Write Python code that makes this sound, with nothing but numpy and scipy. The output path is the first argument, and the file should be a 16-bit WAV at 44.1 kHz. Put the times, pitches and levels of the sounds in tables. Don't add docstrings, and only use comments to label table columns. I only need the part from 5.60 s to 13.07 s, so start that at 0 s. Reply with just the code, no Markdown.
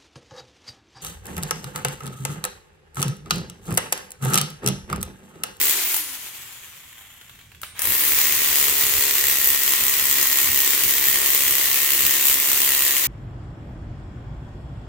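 import sys
import numpy as np
from scipy import signal
from scipy.fft import rfft, irfft, next_fast_len
from scipy.io import wavfile
from scipy.ndimage import map_coordinates

SR = 44100
rng = np.random.default_rng(int(sys.argv[2]) if len(sys.argv) > 2 else 0)


def inscribe(sig):
    pcm = np.round(np.clip(np.atleast_2d(sig).T, -1, 1) * 32767)
    wavfile.write(sys.argv[1], SR, pcm.astype(np.int16))


N = 329427

# frequency in Hz, side relative to mid in dB.
WIDTH = [(60, -14), (110, -11.5), (200, -12), (380, -10.5), (700, -5), (1290, -5), (2380, -3.5), (4400, 1),
         (8120, -1), (15000, -1)]
# frequency in Hz, relative level in dB per Hz.
CRACK = [(150, -32), (400, -14.5), (700, -23.5), (1100, -13.5), (1600, -18.5), (1900, -5.5), (2300, -7),
         (3200, -6), (5000, -11), (7200, -4), (10000, -8), (12500, -2), (15400, 4), (16000, -5)]
# frequency in Hz, relative level in dB per Hz.
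GROWL = [(150, -25), (500, -10), (1200, -3), (2000, 1), (3200, -0.5), (5000, -13), (9000, -14),
         (15000, -10.5)]

WORKING_HZ = 372
ON_S = 2.14
SET_DOWN_S, PRESS_S = 2.215, 0.035


def amp(db):
    return 10 ** (np.asarray(db) / 20)


def unit(x):
    return x / np.sqrt(np.mean(x ** 2) + 1e-20)


def along(points, hz):
    f, v = np.transpose(points)
    return np.interp(np.log(hz + 1), np.log(f + 1), v)


def curves(rows):
    s, *cols = np.transpose(rows)
    return [np.interp(np.arange(N) / SR, s, c) for c in cols]


def ramp(start, length):
    return np.clip((np.arange(N) / SR - start) / length, 0, 1)


def swell(centre, half_length):
    return np.exp(-((np.arange(N) / SR - centre) / half_length) ** 2)


def wobble(rate):
    knots = rng.standard_normal(int(N * rate / SR) + 4)
    return map_coordinates(knots, [np.arange(N) * rate / SR])


def filtered(x, response):
    m = next_fast_len(N + SR // 2)
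    return irfft(rfft(x, m) * response(np.fft.rfftfreq(m, 1 / SR)), m)[..., :N]


def resonate(x, modes):
    def response(f):
        return sum(amp(db) * 1j * f * w / (c * c - f * f + 1j * f * w) for c, w, db in modes)
    return filtered(x, response)


def spread(pair, width=WIDTH):
    side = filtered(pair[1], lambda hz: amp(along(width, hz)))
    return np.array([pair[0] + side, pair[0] - side])


def noise(spectrum, width=WIDTH):
    def response(hz):
        return amp(along(spectrum, hz) + np.outer([0, 1], along(width, hz)))
    mid, side = filtered(rng.standard_normal((2, N)), response)
    return np.array([mid + side, mid - side]) / np.std(mid)


def impulses(times, sizes):
    return np.bincount(np.clip(np.round(times * SR).astype(int), 0, N), sizes, N + 1)[:N]


def bursts(pushes, life):
    return signal.lfilter([1], [1, -np.exp(-1 / (life * SR))], pushes)


def rotor():
    # time in seconds, turns per second.
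    powered_speed = [(.09, 394), (.19, 428), (.25, 403), (2.65, 401.5), (3.05, 384), (3.85, 368.6),
                     (4.5, 374.7), (5.05, 372.4), (5.35, 369.5), (6.1, 367.7), (6.35, 370.5), (7.47, 372.4)]
    off_s, spin_up_s = .25, .09
    friction_hz_per_s, rest_s, drag_hz, drag_s = 165, 2.04, 108, .13
    t = np.arange(N) / SR
    powered, = curves(powered_speed)
    friction = friction_hz_per_s * np.maximum(rest_s - t, 0)
    coasting = friction + drag_hz * np.exp((off_s - t) / drag_s)
    starting = powered * (1 - np.exp((ON_S - t) / spin_up_s))
    return np.select([t < off_s, t < ON_S], [powered, coasting], starting)


def hammer(turns, pressed):
    # frequency in Hz, width in Hz, relative level in dB.
    body = [(67, 67, -7.5), (136, 44, -10), (299, 66, -3.5), (391, 125, -3.5), (430, 30, -2), (556, 56, -9),
            (835, 110, -16), (1085, 130, 0), (1280, 200, -8.5), (1880, 150, 2), (1990, 220, 1.5),
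            (2600, 870, -7.5)]
    # time in seconds, change of the blows in dB.
    feed = [(.1, -1), (2.52, 1.2), (2.8, 0), (3.4, 0), (4.1, -1.2), (5.3, .3), (7.47, .4)]
    # time in seconds, scrape level in dB before the blows.
    hard_spots = [(.06, -28), (3.0, -30), (3.86, -24), (6.67, -30)]
    # frequency in Hz, relative level in dB per Hz.
    scrape_spectrum = [(6000, -27), (10000, -9.5), (13000, 0), (16000, -2.5)]
    turns_per_blow = 5.4
    bite_s, bite_rise_s = 2.49, 0.011

    skating = ramp(SET_DOWN_S - PRESS_S, PRESS_S) - ramp(bite_s, bite_rise_s)
    feed_db, = curves(feed)
    knock_db = -36 + feed_db - 2.5 * skating
    crack_db = -24 + feed_db - 9 * skating
    hard_grains = sum(amp(db) * swell(s, .07) for s, db in hard_spots)
    scrape = skating * amp(-24.5) + hard_grains

    teeth = turns / turns_per_blow
    tooth = np.arange(1, int(teeth[-1]))

    def when(phase):
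        return np.interp(phase, teeth, np.arange(N) / SR)

    def level(x):
        return x / np.sqrt(np.average(x ** 2, weights=pressed))

    chance = rng.standard_normal((len(tooth), 5)).T
    strike = when(tooth + .005 * chance[0])
    rebound = when(tooth + .57 + .08 * chance[1])
    knock = level(resonate(impulses(strike, amp(1.86 * chance[2])), body))
    force_db = 4 * np.tanh(.5 * chance[2] + .6 * chance[3])
    chips = impulses(strike, amp(force_db)) + impulses(rebound, amp(-8 + 2.5 * chance[4]))
    crumble = level(bursts(bursts(chips, life=.0009), life=.0006))
    churn = amp(-6.5 + 2 * wobble(90))
    grit = amp(crack_db + 0.79 * wobble(14)) * noise(CRACK) + scrape * noise(scrape_spectrum)
    return pressed * (amp(knock_db) * knock + np.hypot(crumble, churn) * grit)


def motor(pace, turns, pressed):
    # frequency in Hz, relative level in dB per Hz.
    fan = [(88, -56), (150, -22), (361, -7), (405, -13), (455, -11.5), (587, -14), (993, -8.5), (1230, -8),
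           (2170, -2), (2390, -2.5), (5200, -6.5), (7250, -4), (8810, -6), (14900, -1), (15800, -9.5)]
    # frequency in Hz, width in Hz, gain in dB.
    housing = [(270, 20, 0), (310, 24, 2), (364, 50, -5.5), (415, 14, -3)]
    # frequency in Hz, width in Hz, gain in dB.
    gear_case = [(1845, 120, 2.5)]
    # pitch in Hz, mean level in dB.
    whine_levels = [(4800, -77), (6300, -59), (8000, -54), (9500, -62), (10800, -53), (11800, -31),
                    (14400, -32), (16000, -27)]
    pinion_teeth, whine_order = 5, 39

    rush = amp(-27.0 + 57 * np.log10(pace) + 1.46 * wobble(40)) * noise(fan)
    rush = rush * (1 + 0.19 * np.sin(2 * np.pi * turns))
    hum_db = -49 + 3 * wobble(10)
    shake = np.sin(2 * np.pi * turns + 0.21 * wobble(25))
    unbalance = np.minimum(pace, 1) ** 3 * amp(hum_db) * shake
    hum = resonate(unbalance, housing)
    mesh = np.sin(2 * np.pi * pinion_teeth * turns + .5 * wobble(20))
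    pinion = resonate(pressed * amp(-41.5 + 2.6 * wobble(10)) * mesh, gear_case)
    whine_db = along(whine_levels, whine_order * WORKING_HZ * pace) + 1.5 * wobble(3)
    fray = .45 * np.array([wobble(200), wobble(200)]) + 1.1 * wobble(20)
    tone = np.sin(2 * np.pi * whine_order * turns + fray)
    whine = np.sqrt(2) * amp(whine_db + 2 * wobble(18)) * tone
    return rush + hum + pinion + whine


def gearbox(pace, turns):
    # frequency in Hz, relative level in dB per Hz.
    whirr_spectrum = [(120, -41), (200, -13.5), (416, -13.5), (577, -8.5), (644, -11.5), (1040, -3),
                      (1580, -4.5), (1760, -1), (2890, -2), (3280, 0.5), (4900, -23), (7070, -5.5),
                      (9640, -13.5), (12000, -6.5), (15800, -10)]
    # time in seconds, level in dB (all lowered alike below).
    slack_ticks = [(1.2379, -38), (1.6126, -33.5), (1.6949, -34), (1.7897, -36.5), (1.8111, -38),
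                   (1.9179, -37.5), (1.9478, -38)]
    armature_slots = 12

    whirr_db = -45.5 + 11 * np.log10(pace) + 2.1 * wobble(70)
    whirr = amp(whirr_db) * np.tanh(pace / 0.055)
    torque = (np.arange(N) / SR > ON_S) * np.maximum(1 - pace, 0)
    growl = amp(-20.5 + 1.7 * wobble(70)) * torque * pace ** 2
    slots = amp(-5) * np.sin(2 * np.pi * armature_slots * turns + 0.88 * wobble(150))
    mesh = 1 + 0.27 * np.sin(2 * np.pi * turns)
    s, db = np.transpose(slack_ticks)
    ticks = bursts(impulses(s, amp(db - 6.5)), life=0.0056)
    return whirr * mesh * noise(whirr_spectrum) + (growl * mesh + ticks) * noise(GROWL) + growl * slots


def draught(pressed):
    # frequency in Hz, relative level in dB per Hz.
    buffet = [(15, -17), (35, -12.5), (60, 3), (90, -2), (150, -9), (250, -8.5), (600, -23), (2000, -80)]
    # frequency in Hz, side relative to mid in dB.
    buffet_width = [(40, -1.5), (150, -1), (300, -4)]
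    # time in seconds, level in dB.
    strong_puffs = [(2.28, -40.5), (2.76, -49), (2.93, -49), (3.25, -46), (3.39, -46), (4.23, -44),
                    (4.9, -39.5), (5.27, -43), (5.52, -43), (5.9, -43), (6.44, -38.5), (7.24, -47)]
    steady = amp(-54 + 2.2 * wobble(9)) * pressed
    puffs = sum(amp(db) * swell(s, 0.048) for s, db in strong_puffs)
    return np.hypot(steady, puffs) * noise(buffet, buffet_width)


def background():
    # frequency in Hz, relative level in dB per Hz.
    quiet = [(30, -5), (100, 4), (300, -12), (2000, -25), (6000, -10), (15000, -21)]
    # frequency in Hz, relative level in dB per Hz.
    rumble_spectrum = [(20, -13), (45, -4), (85, 1), (125, -1.5), (200, -10), (500, -22), (2000, -70)]
    # frequency in Hz, side relative to mid in dB.
    rumble_width = [(60, -27), (200, -24), (800, -5)]
    rumble = np.hypot(amp(-62), amp(-56.5) * swell(2, 0.41))
    return amp(-61) * noise(quiet, rumble_width) + rumble * noise(rumble_spectrum, rumble_width)


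def room(x, count=20):
    # frequency in Hz, time to fall 60 dB in seconds.
    decay = [(150, 0.48), (2000, 0.71), (8000, 0.48), (15000, 0.19)]
    # frequency in Hz, level in dB.
    colour = [(300, -9.0), (1200, -5.5), (2200, -4.0), (12000, 0.5)]
    hz, t, z = signal.stft(rng.standard_normal((count, 2, SR // 2)), SR, nperseg=256)
    tails = signal.istft(z * amp(-60 * t / along(decay, hz)[:, None]), SR, nperseg=256)[1]
    tails = tails / np.linalg.norm(tails[0, 0])
    hop = N // (count - 1) + 1
    source = np.pad(x.mean(axis=0), (hop, 2 * hop))
    fade = np.sin(np.pi * np.arange(2 * hop) / (2 * hop))
    wet = np.zeros((2, N + 3 * hop + SR))
    for k, tail in enumerate(tails):
        stretch = fade * source[k * hop:(k + 2) * hop]
        answer = signal.fftconvolve(stretch[None], tail, axes=1)
        wet[:, k * hop:k * hop + answer.shape[1]] += answer
    return spread(filtered(wet[:, hop:hop + N], lambda f: amp(along(colour, f))))


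def graze():
    # frequency in Hz, width in Hz, relative level in dB.
    squeal = [(10000, 260, 0)]
    scrape = amp(-30 + 1.5 * wobble(90)) * swell(0.32, 0.077) * noise(CRACK)
    steel = spread(unit(resonate(rng.standard_normal((2, N)), squeal)))
    return scrape + amp(-42) * swell(.38, 0.14) * steel


def bit_contacts(pressed):
    # start in seconds, tick level in dB (all lowered alike below),
    # ring level in dB.
    clinks = [(.343, -5, -52), (.365, -7, -50), (2.016, -22, -48), (2.193, -10, -38), (2.219, -7, -28),
              (2.241, -13, -40)]
    # frequency in Hz, relative level in dB, time to fall 60 dB in seconds.
    bit = [(8255, -3, .4), (9313, 0, .6), (10060, -7, .15), (12720, -12, .3), (12900, -7, .45)]
    # frequency in Hz, relative level in dB per Hz.
    tip = [(100, -90), (1000, -6), (5000, -12.5), (8500, -3.5), (15000, 1)]
    t = np.arange(SR // 2) / SR
    hz, level, t60 = np.transpose(bit)[:, :, None]
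    ring = np.zeros(N + SR)
    for start, _, ring_db in clinks:
        envelope = amp(ring_db + level - 60 * t / t60)
        steel = envelope * np.sin(2 * np.pi * (hz * t + rng.random(hz.shape)))
        ring[round(start * SR):][:len(t)] += steel.sum(axis=0)
    s, db, _ = np.transpose(clinks)
    tick = bursts(impulses(s, amp(db - 6)), life=.003) * noise(tip)
    return ring[:N] * (1 - pressed) + tick


def seating():
    # time in seconds, level in dB.
    seat = [(2.033, -24)]
    # frequency in Hz, width in Hz, relative level in dB.
    chuck = [(990, 43, -5), (1340, 110, 5), (2000, 370, -19), (2600, 390, -15), (4300, 780, -24)]
    s, db = np.transpose(seat)
    push = impulses(s, amp(db))
    knock = resonate(push, chuck)
    knock = knock / np.abs(knock).max() * amp(db[0] + 8)
    rattle = amp(-7) * bursts(push, life=0.0048) + amp(-18.5) * bursts(push, life=0.029)
    return knock, rattle * noise(GROWL)


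def scene():
    lift_s, release_s = 0.13, 0.024
    speed = rotor()
    pace, turns = np.maximum(speed, 1) / WORKING_HZ, np.cumsum(speed) / SR
    pressed = 1 - ramp(lift_s - release_s, release_s) + ramp(SET_DOWN_S, PRESS_S)
    knock, rattle = seating()
    impacts = hammer(turns, pressed) + gearbox(pace, turns) + graze() + bit_contacts(pressed) + rattle
    echo = room(impacts + amp(-16) * knock)
    return impacts + knock + echo + motor(pace, turns, pressed) + draught(pressed) + background()


def record(dry):
    # frequency in Hz, left relative to right in dB.
    port_balance = [(100, -3), (400, 1), (1100, 0.5), (2000, -2), (2900, -3), (4200, 3), (5500, 10.5),
                    (6700, 13.5), (8100, -2), (9300, -1), (10600, 7.5), (12000, 2), (13500, 3), (14400, -2),
                    (15400, -2)]
    top_hz = 15850

    def ports(hz):
        gains = amp(np.outer([.5, -.5], along(port_balance, hz)))
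        even_power = gains / np.sqrt(np.mean(gains ** 2, axis=0))
        return even_power / np.hypot(1, (hz / top_hz) ** 200)
    return filtered(dry, ports)


dry = scene()
out = record(dry)
inscribe(out)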